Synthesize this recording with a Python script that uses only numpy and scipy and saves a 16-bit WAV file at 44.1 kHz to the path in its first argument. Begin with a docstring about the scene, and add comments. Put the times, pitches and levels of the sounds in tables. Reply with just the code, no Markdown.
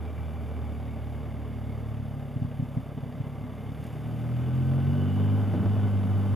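"""Twin-cylinder motorcycle through a bend

Heard from the rider's helmet: the bike rolls off, pops on the closed throttle, pulls away and levels out.
The exhaust beat is a stack of engine orders shaped by the pipe, with rasp, burble and booming pops on top.
Metal comes from noise throbbing with the firing, wavering gear and casing tones, and dry noise bursts.
Shaped noise gives the rush of air and tyres, the lumpy buffeting at the helmet and the fine hiss."""
import sys
import numpy as np
from scipy import signal
from scipy.fft import rfft, irfft
from scipy.io import wavfile
from scipy.ndimage import uniform_filter1d

SR = 44100
rng = np.random.default_rng(int(sys.argv[2]) if len(sys.argv) > 2 else 0)


def to_wav(sig):
    """Store sig (one row per channel, or 1-D mono) as 16-bit WAV at the path in sys.argv[1].

    Samples outside -1..1 are clipped; the rate is SR.
    """
    pcm = np.clip(np.atleast_2d(sig), -1, 1) * 32767
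    pcm = np.round(pcm).astype(np.int16)
    wavfile.write(sys.argv[1], SR, pcm.T)  # frames by channels


N = 280035
TIME = np.arange(N) / SR  # s
EDGE_HZ = 15350  # top of the audible band
CRUISE_HZ = 40  # cycle rate at which the speed-driven levels hold their base value
FIRING_GAP = 270 / 720  # engine cycles between the two cylinders' firing

# Engine speed, and with it road speed, as the bike stays in one gear: [t/s, four-stroke cycle rate f/Hz]
SPEED = [(0.0, 39.5), (0.21, 38.8), (0.34, 39.3), (0.9, 37.2), (1.86, 36.4), (2.37, 34.1), (2.42, 34.9),
         (3.09, 34.2), (3.7, 36.0), (3.87, 39.3), (4.0, 37.9), (4.23, 39.5), (4.95, 47.4), (5.39, 51.6),
         (5.53, 49.4), (5.82, 51.3), (5.98, 49.5), (6.35, 50.1)]
# Throttle, eased, shut in the bend, opened, eased for a moment and held: [t/s, opening 0-1]
THROTTLE = [(0, 0.21), (1, 0.19), (2.1, .16), (2.35, 0.11), (3.4, 0), (3.8, .05), (4.15, .38), (4.6, 0.81),
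            (5.0, 0.99), (5.35, 0.87), (5.54, .42), (5.72, 0.7), (6.35, 0.54)]
# The engine takes up the load on the way out of the bend: [start t/s, end t/s]
TAKE_UP = (3.52, 3.97)
# A jolt over a rough patch lifts rush, clatter and hiss: [t/s, half length/s, level/dB]
JOLT = (3.85, 0.048, 1.5)

# Small loose parts tick: [t/s, relative level/dB]
TICKS = [(3.8402, -47), (3.8666, -48.5), (3.9265, -53)]
# Spectrum of the ticks: [f/Hz, relative level/dB]
TICK_COLOUR = [(1500, -22.5), (3500, -5), (5000, -4), (7000, -1), (9000, -1), (12000, -4), (15000, -5)]
# The driveline knocks as the load changes: [t/s, relative level/dB]
KNOCKS = [(3.519, -46), (4.038, -45), (5.396, -32.5), (5.539, -30), (5.549, -29.5), (5.566, -45),
          (5.594, -33), (5.629, -30), (5.660, -29), (5.766, -32), (5.880, -35), (6.262, -41)]
# Spectrum of the knocks: [f/Hz, relative level/dB]
KNOCK_COLOUR = [(200, 8.5), (330, 7.5), (480, -3), (600, 8), (800, -10), (1300, -14), (2500, -29)]

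# Spectrum of the air hiss: [f/Hz, relative level/dB]
HISS = [(3000, -6), (4100, -6), (5000, -0.5), (5600, -3), (6800, -0.5), (7800, -4.5), (9400, -4),
        (10500, 3.5), (11500, -0.5), (12800, -5), (14300, 2), (15500, -4)]
# Spectrum of the eddies round the helmet: [f/Hz, relative level/dB]
BUFFET = [(20, -36), (45, -21), (70, -8), (110, 3), (170, 0.5), (260, -1), (340, -14.5), (500, -45)]
# The wall in the bend shelters the helmet from the wind: [start t/s, end t/s, edge/s, level/dB]
LEE = (1.84, 3, 0.26, -14)
# A gust at the helmet: [t/s, half length/s, level/dB]
GUST = (5.6, 0.104, 8)
# Spectra of the rush at low and at high speed: [f/Hz, relative level/dB]
RUSH_SLOW = [(270, -6.5), (335, -7), (375, -9.5), (425, -1), (510, -8), (590, -3), (720, -8.5), (795, -6),
             (860, -11), (990, -15.5), (1170, -12), (1440, -21), (1700, -26), (2200, -51)]
RUSH_FAST = [(180, -27), (300, -5), (431, 0.5), (528, -9), (585, -2), (634, -9.5), (788, -5.5), (944, -15),
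             (1030, -11.5), (1490, -16), (1700, -30), (2210, -61), (3740, -120)]

# The airbox and casings ring under load: [f/Hz, width/Hz, level at full throttle/dB]
CASING = [(591, 27, -56), (1507, 50, -61), (2950, 170, -66.5)]
TAP_START = 0.929  # s, the moment the taps are counted from
# Spectrum of the light mechanical tap: [f/Hz, relative level/dB]
TAP_COLOUR = [(700, -12), (1300, -4), (2150, 9), (2700, -28), (3500, -5), (4100, -25)]
# The tap stands out while the bike rolls off: [t/s, half length/s, level/dB]
TAP_SWELL = (1.18, .6, 7.2)
# Gear whine: [multiple of the cycle rate, width/Hz, relative level/dB, change at full throttle/dB]
GEARS = [(59.4, 14, 0, -11.5), (60, 140, -7, 8), (58.2, 27, -12, 6), (62.5, 32, -13.5, 9),
         (28.6, 25, -3, -9)]
# Gear teeth run slack between engine braking and drive: [start t/s, end t/s, edge/s, level/dB]
SLACK = (2, 3, 0.2, -13.5)
# Spectrum of the valve and piston clatter: [f/Hz, relative level/dB]
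CLATTER = [(900, -8.5), (1400, -7.5), (1600, 0), (1800, -3), (2130, -0.5), (2550, -5.5), (2950, -2.5),
           (3280, -9), (3490, -3), (3620, -9), (3800, -11.5), (4100, -27.5), (4550, -12.5), (5300, -24.5)]

# Spectrum of the gas tumbling in the silencer: [f/Hz, relative level/dB]
BURBLE = [(95, -27), (125, 1.5), (165, 4), (195, -1.5), (250, 2), (280, -1.5), (315, -21.5)]
# Unburnt fuel pops in the exhaust: [t/s, relative peak level/dB]
POPS = [(2.357, -20.5), (2.414, -18), (2.442, -18.5), (2.590, -18.5), (2.619, -19.5), (2.765, -15),
        (2.967, -24.5), (3.024, -27), (3.198, -21.5)]
# Silencer modes that colour each pop: [f/Hz, relative level/dB, swell time/s]
SILENCER = [(131.4, 1, 0.0095), (157, -13, 0.019), (246.5, -8.5, 0.0109)]
# Spectrum of the rasp: [f/Hz, relative level/dB]
RASP = [(36, -27), (50, 8.5), (70, -28), (280, -28), (345, 2.5), (410, 0.5), (500, -3), (600, -4),
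        (900, -9.5), (1400, -20)]
# Peaks and notches of the pipe that the orders slide through: [f/Hz, relative level/dB]
PIPE_COASTING = [(70, -50), (76, -41), (102, -48), (108.5, -39.5), (112, -47), (118, -53), (140, -42.5),
                 (148, -52), (184, -70.5), (214, -48), (232, -57), (243, -48), (280, -66)]
PIPE_PULLING = [(79, -46.5), (101, -26.5), (130, -25), (141, -30.5), (149, -39), (163, -41.5), (177, -51),
                (195, -37), (236, -37.5), (268, -39.5), (295, -47.5), (355, -55)]
# Exhaust orders under load, odd and high ones weak until the throttle opens wide:
# [multiple of the cycle rate, relative level/dB, gain at full throttle/dB]
ORDERS_PULLING = [(2, 0, 1.5), (3, -18, 22), (4, 0, 2.5), (5, -16, 20), (6, -12, 10.5), (7, -14.5, 18),
                  (8, -13, 19)]
# The exhaust note falters as the throttle is eased: [t/s, half length/s, depth 0-1]
FALTER = [(5.54, .05, .35), (5.627, 0.014, .9)]

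# Phase between the microphone ports: [f/Hz, lead of the left/rad]
PORT_PHASE = [(20, 1.5), (45, 1.45), (80, 1.1), (130, .74), (270, .38), (550, .16), (1100, .03), (3000, 0)]
# Balance between the microphone ports: [f/Hz, left minus right level/dB]
PORT_BALANCE = [(30, -4), (75, -2.5), (105, 0.1), (200, 0.1), (1000, 0)]


def amp(db):
    """Decibels to gain."""
    return 10 ** (np.asarray(db) / 20)


def unit(x):
    """Scales to rms 1."""
    return x / np.sqrt(np.mean(abs(x) ** 2) + 1e-20)


def curve(rows):
    """The second column of a table, joined by straight lines in time."""
    s, values = np.transpose(rows)
    return np.interp(TIME, s, values)


def swell(s, half_length, height):
    """A smooth rise and fall around a given time."""
    return height * np.exp(-((TIME - s) / half_length) ** 2)


def spell(start, end, edge, height):
    """A plateau with soft edges."""
    return height * (np.tanh((TIME - start) / edge) - np.tanh((TIME - end) / edge)) / 2


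def effort_db(speed, pull, base_db, octave_db, pull_db):
    """A level that grows with each doubling of speed and shifts under load."""
    return base_db + octave_db * np.log2(speed / CRUISE_HZ) + pull_db * pull


def colour(points, hz):
    """The gain of a spectrum at given frequencies."""
    f, db = np.transpose(points)
    return amp(np.interp(np.log(hz + 1), np.log(f + 1), db))


def noise(points):
    """Noise of rms 1 with a given spectrum, falling off beyond its ends."""
    hz = np.fft.rfftfreq(N, 1 / SR)
    low_skirt = np.minimum(hz / points[0][0], 1) ** 2
    high_skirt = np.maximum(hz / points[-1][0], 1) ** -2
    white = rfft(rng.standard_normal(N))
    return unit(irfft(white * colour(points, hz) * low_skirt * high_skirt, N))


def wander(rate_hz):
    """Smooth random drift of rms 1, fading out above a given rate."""
    hz = np.fft.rfftfreq(N, 1 / SR)
    return unit(irfft(rfft(rng.standard_normal(N)) * np.exp(-(hz / rate_hz) ** 2), N))


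def fuzzy_line(turns, width):
    """A tone of rms 1 whose level and phase waver, which widens its line."""
    fuzz = unit(wander(width) + 1j * wander(width))
    return np.sqrt(2) * (fuzz * np.exp(2j * np.pi * turns)).real


def add(mix, s, sound):
    """Mixes a sound in at a given time."""
    part = mix[max(round(s * SR), 0):][:len(sound)]
    part += sound[:len(part)]


def bursts(rows, spectrum, decay_s, level_db):
    """Short dry blows: coloured noise that starts at once and dies fast."""
    t = np.arange(SR // 20) / SR
    envelope = np.zeros(N)
    for s, db in rows:
        add(envelope, s, amp(db + level_db) * np.exp(-t / decay_s))
    return uniform_filter1d(envelope, size=24) * noise(spectrum)


def strokes(turns, decay=0.37, second=0.38, uneven=0.13):
    """Two unequal blows decaying in each engine cycle, as a swing of rms 1 around zero."""
    later = turns - FIRING_GAP
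    blows = np.exp(-(turns % 1) / decay) + second * np.exp(-(later % 1) / decay)
    blows = uniform_filter1d(blows * (1 + uneven * wander(40)), size=40)
    return unit(blows - blows.mean())


def ticks():
    """Loose parts strike once each: very short bright bursts."""
    return bursts(TICKS, TICK_COLOUR, decay_s=0.004, level_db=-6)


def knocks():
    """Driveline play is taken up with a blow: short low bursts."""
    return bursts(KNOCKS, KNOCK_COLOUR, decay_s=0.0063, level_db=1.5)


def hiss(beat, db, beat_db=0.5, gust_db=0.5):
    """Fine turbulence of the passing air: bright noise, slightly gusty and throbbing."""
    return unit(noise(HISS) * amp(beat_db * beat + gust_db * wander(25))) * amp(db)


def buffet(speed, gust_db=-0.5):
    """Lumpy low eddies around the helmet, growing with speed, sheltered in the bend and lifted by a gust."""
    db = effort_db(speed, 0, base_db=-42.5, octave_db=19, pull_db=0) + spell(*LEE) + swell(*GUST)
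    return unit(noise(BUFFET) * amp(gust_db * wander(19))) * amp(db)


def rush(beat, db, speed, slow_hz=35, fast_hz=51, beat_db=1.0, gust_db=1.0):
    """Air, tyres and intake: a roar that throbs a little with the engine and changes colour with speed."""
    fast = np.clip((speed - slow_hz) / (fast_hz - slow_hz), 0, 1)
    roar = np.sqrt(1 - fast) * noise(RUSH_SLOW) + np.sqrt(fast) * noise(RUSH_FAST)
    return unit(roar * amp(beat_db * beat + gust_db * wander(22))) * amp(db)


def casing(throttle):
    """Fixed resonances that hard combustion wakes, in proportion to throttle."""
    ringing = sum(amp(db) * fuzzy_line(hz * TIME, width) for hz, width, db in CASING)
    return throttle * ringing


def taps(turns):
    """A light mechanical tap once in every two engine cycles, clearest while rolling off."""
    laps = np.floor((turns - np.interp(TAP_START, TIME, turns)) / 2)
    at = np.flatnonzero(np.diff(laps))
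    return bursts(zip(TIME[at], swell(*TAP_SWELL)[at]), TAP_COLOUR, decay_s=0.0051, level_db=-60)


def gears(turns, speed, beat, throttle, pull, level_db=-66, pull_db=-6, beat_db=1.0,
          ring_hz=2970, ring_width_hz=150, ring_db=14):
    """Meshing teeth give lines that follow engine speed, fade when slack and flare through a resonance."""
    lines = np.zeros(N)
    for teeth, width, db, load_db in GEARS:
        nearness = np.exp(-((teeth * speed - ring_hz) / ring_width_hz) ** 2)
        flare_db = ring_db * throttle ** 2 * nearness
        lines += amp(db + load_db * throttle + flare_db) * fuzzy_line(teeth * turns, width)
    return lines * amp(level_db + pull_db * pull + spell(*SLACK) + beat_db * beat)


def clatter(beat, db, beat_db=1.58):
    """Valves and pistons rattle the casings: noise that throbs in step with the firing."""
    return unit(noise(CLATTER) * amp(beat_db * beat)) * amp(db)


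def burble(throttle, level_db=-43.5, closing=0.19):
    """Gas tumbles in the silencer: low noise that rises as the throttle shuts."""
    return amp(level_db) * np.exp(-throttle / closing) * noise(BURBLE)


def pops(level_db=-1.0):
    """Each pop swells and dies in the silencer modes within a few cycles."""
    t = np.arange(SR // 20) / SR
    boom = np.zeros(len(t))
    for hz, db, swell_s in SILENCER:
        envelope = t / swell_s * np.exp(-0.5 * (t / swell_s) ** 2)
        boom -= amp(db) * envelope * np.cos(2 * np.pi * hz * t)
    boom /= abs(boom).max()
    out = np.zeros(N)
    for s, db in POPS:
        add(out, s, amp(db + level_db) * boom)
    return out


def rasp(turns, speed, rough=0.25, count=28):
    """Pulse trains of two cylinders firing 270 crank degrees apart, each uneven, louder with speed."""
    out = np.zeros(N)
    for offset in (0, FIRING_GAP):
        pulses = np.zeros(N)
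        for k in range(1, count):
            pulses += colour(RASP, k * speed) * np.cos(2 * np.pi * k * (turns - offset))
        out += pulses * (1 + rough * wander(30))
    return unit(out) * amp(effort_db(speed, 0, base_db=-57, octave_db=24, pull_db=0))


def exhaust(turns, speed, throttle, pull, pipe_hz=140, coast_q=0.61, load_q=4.6, second=1.42,
            bite=0.2425, coast_open_db=28, unsteady=0.026, flutter=0.094, misfire=0.12,
            skip=0.41, skip_s=0.011):
    """Low orders of two unevenly spaced firing pulses, coloured by the pipe and delayed by its resonance."""
    out = np.zeros(N)
    ragged = flutter + misfire * np.exp(-throttle / 0.035)  # combustion is uneven on a closed throttle
    # coasting gives one short chug a cycle; under load both pulses ring on into a drone
    load = np.clip(2 * throttle / bite - 1, 0, 1) ** 2
    for order, pull_db, open_db in ORDERS_PULLING:
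        k = round(order)
        coasting = colour(PIPE_COASTING, k * speed) * amp(coast_open_db * throttle)
        pulling = colour(PIPE_PULLING, k * speed) * amp(pull_db + open_db * throttle)
        level = coasting ** (1 - pull) * pulling ** pull
        pair = load * np.angle(1 + second * np.exp(-2j * np.pi * k * FIRING_GAP))
        ratio = k * speed / pipe_hz
        lag = 2 * np.arctan((coast_q + load_q * load) * (ratio - 1 / ratio))
        sway = 1 + ragged * (wander(19.5) + 1j * wander(18))
        out += level * (sway * np.exp(1j * (2 * np.pi * k * turns + pair - lag))).real
    gaps = sum(swell(*row) for row in FALTER)
    gaps = gaps + sum(swell(s, skip_s, skip) for s, db in POPS)  # each pop takes the place of a beat
    return np.sqrt(2) * out * np.clip(1 - gaps, 0, 1) * (1 + unsteady * wander(25))


def ports(x):
    """Two microphone ports that roll off the bass differently, which shifts its phase and level."""
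    hz = np.fft.rfftfreq(N, 1 / SR)
    f, radians = np.transpose(PORT_PHASE)
    side = 1j * np.tan(np.interp(np.log(hz + 1), np.log(f), radians) / 2)
    lean = np.sqrt(colour(PORT_BALANCE, hz))
    return irfft(rfft(x) * np.array([(1 + side) * lean, (1 - side) / lean]), N)


def scene():
    """Everything rides with the bike, so the sound is nearly the same at both microphone ports."""
    speed = curve(SPEED)
    throttle = np.clip(curve(THROTTLE), 0, 1)
    pull = np.interp(TIME, TAKE_UP, [0, 1])
    turns = np.cumsum(speed * (1 + 0.00301 * wander(20.55))) / SR  # engine cycles, slightly unsteady
    beat = strokes(turns)

    jolt_db = swell(*JOLT)
    hiss_db = effort_db(speed, pull, base_db=-68.5, octave_db=4, pull_db=2.5) + jolt_db
    rush_db = effort_db(speed, pull, base_db=-45.94, octave_db=13.5, pull_db=-0.37) + jolt_db
    clatter_db = effort_db(speed, pull, base_db=-59.2, octave_db=7.5, pull_db=1.55) + jolt_db

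    air = hiss(beat, hiss_db) + buffet(speed) + rush(beat, rush_db, speed)
    metal = casing(throttle) + taps(turns) + gears(turns, speed, beat, throttle, pull)
    metal += clatter(beat, clatter_db) + ticks() + knocks()
    pipe = burble(throttle) + pops() + rasp(turns, speed) + exhaust(turns, speed, throttle, pull)

    sound = (air + metal + pipe) * signal.windows.tukey(N, 400 / N)  # short fades at both ends
    width = amp(-30.5) * hiss(beat, hiss_db)  # a faint hiss of opposite sign at the two ports
    return ports(sound) + np.array([width, -width])


def record(dry):
    """Cuts the treble above the band edge with a steep linear-phase filter."""
    kernel = signal.firwin(511, EDGE_HZ, window=("kaiser", 9), fs=SR)
    return signal.oaconvolve(dry, kernel[None], "same")


dry = scene()
out = record(dry)
to_wav(out)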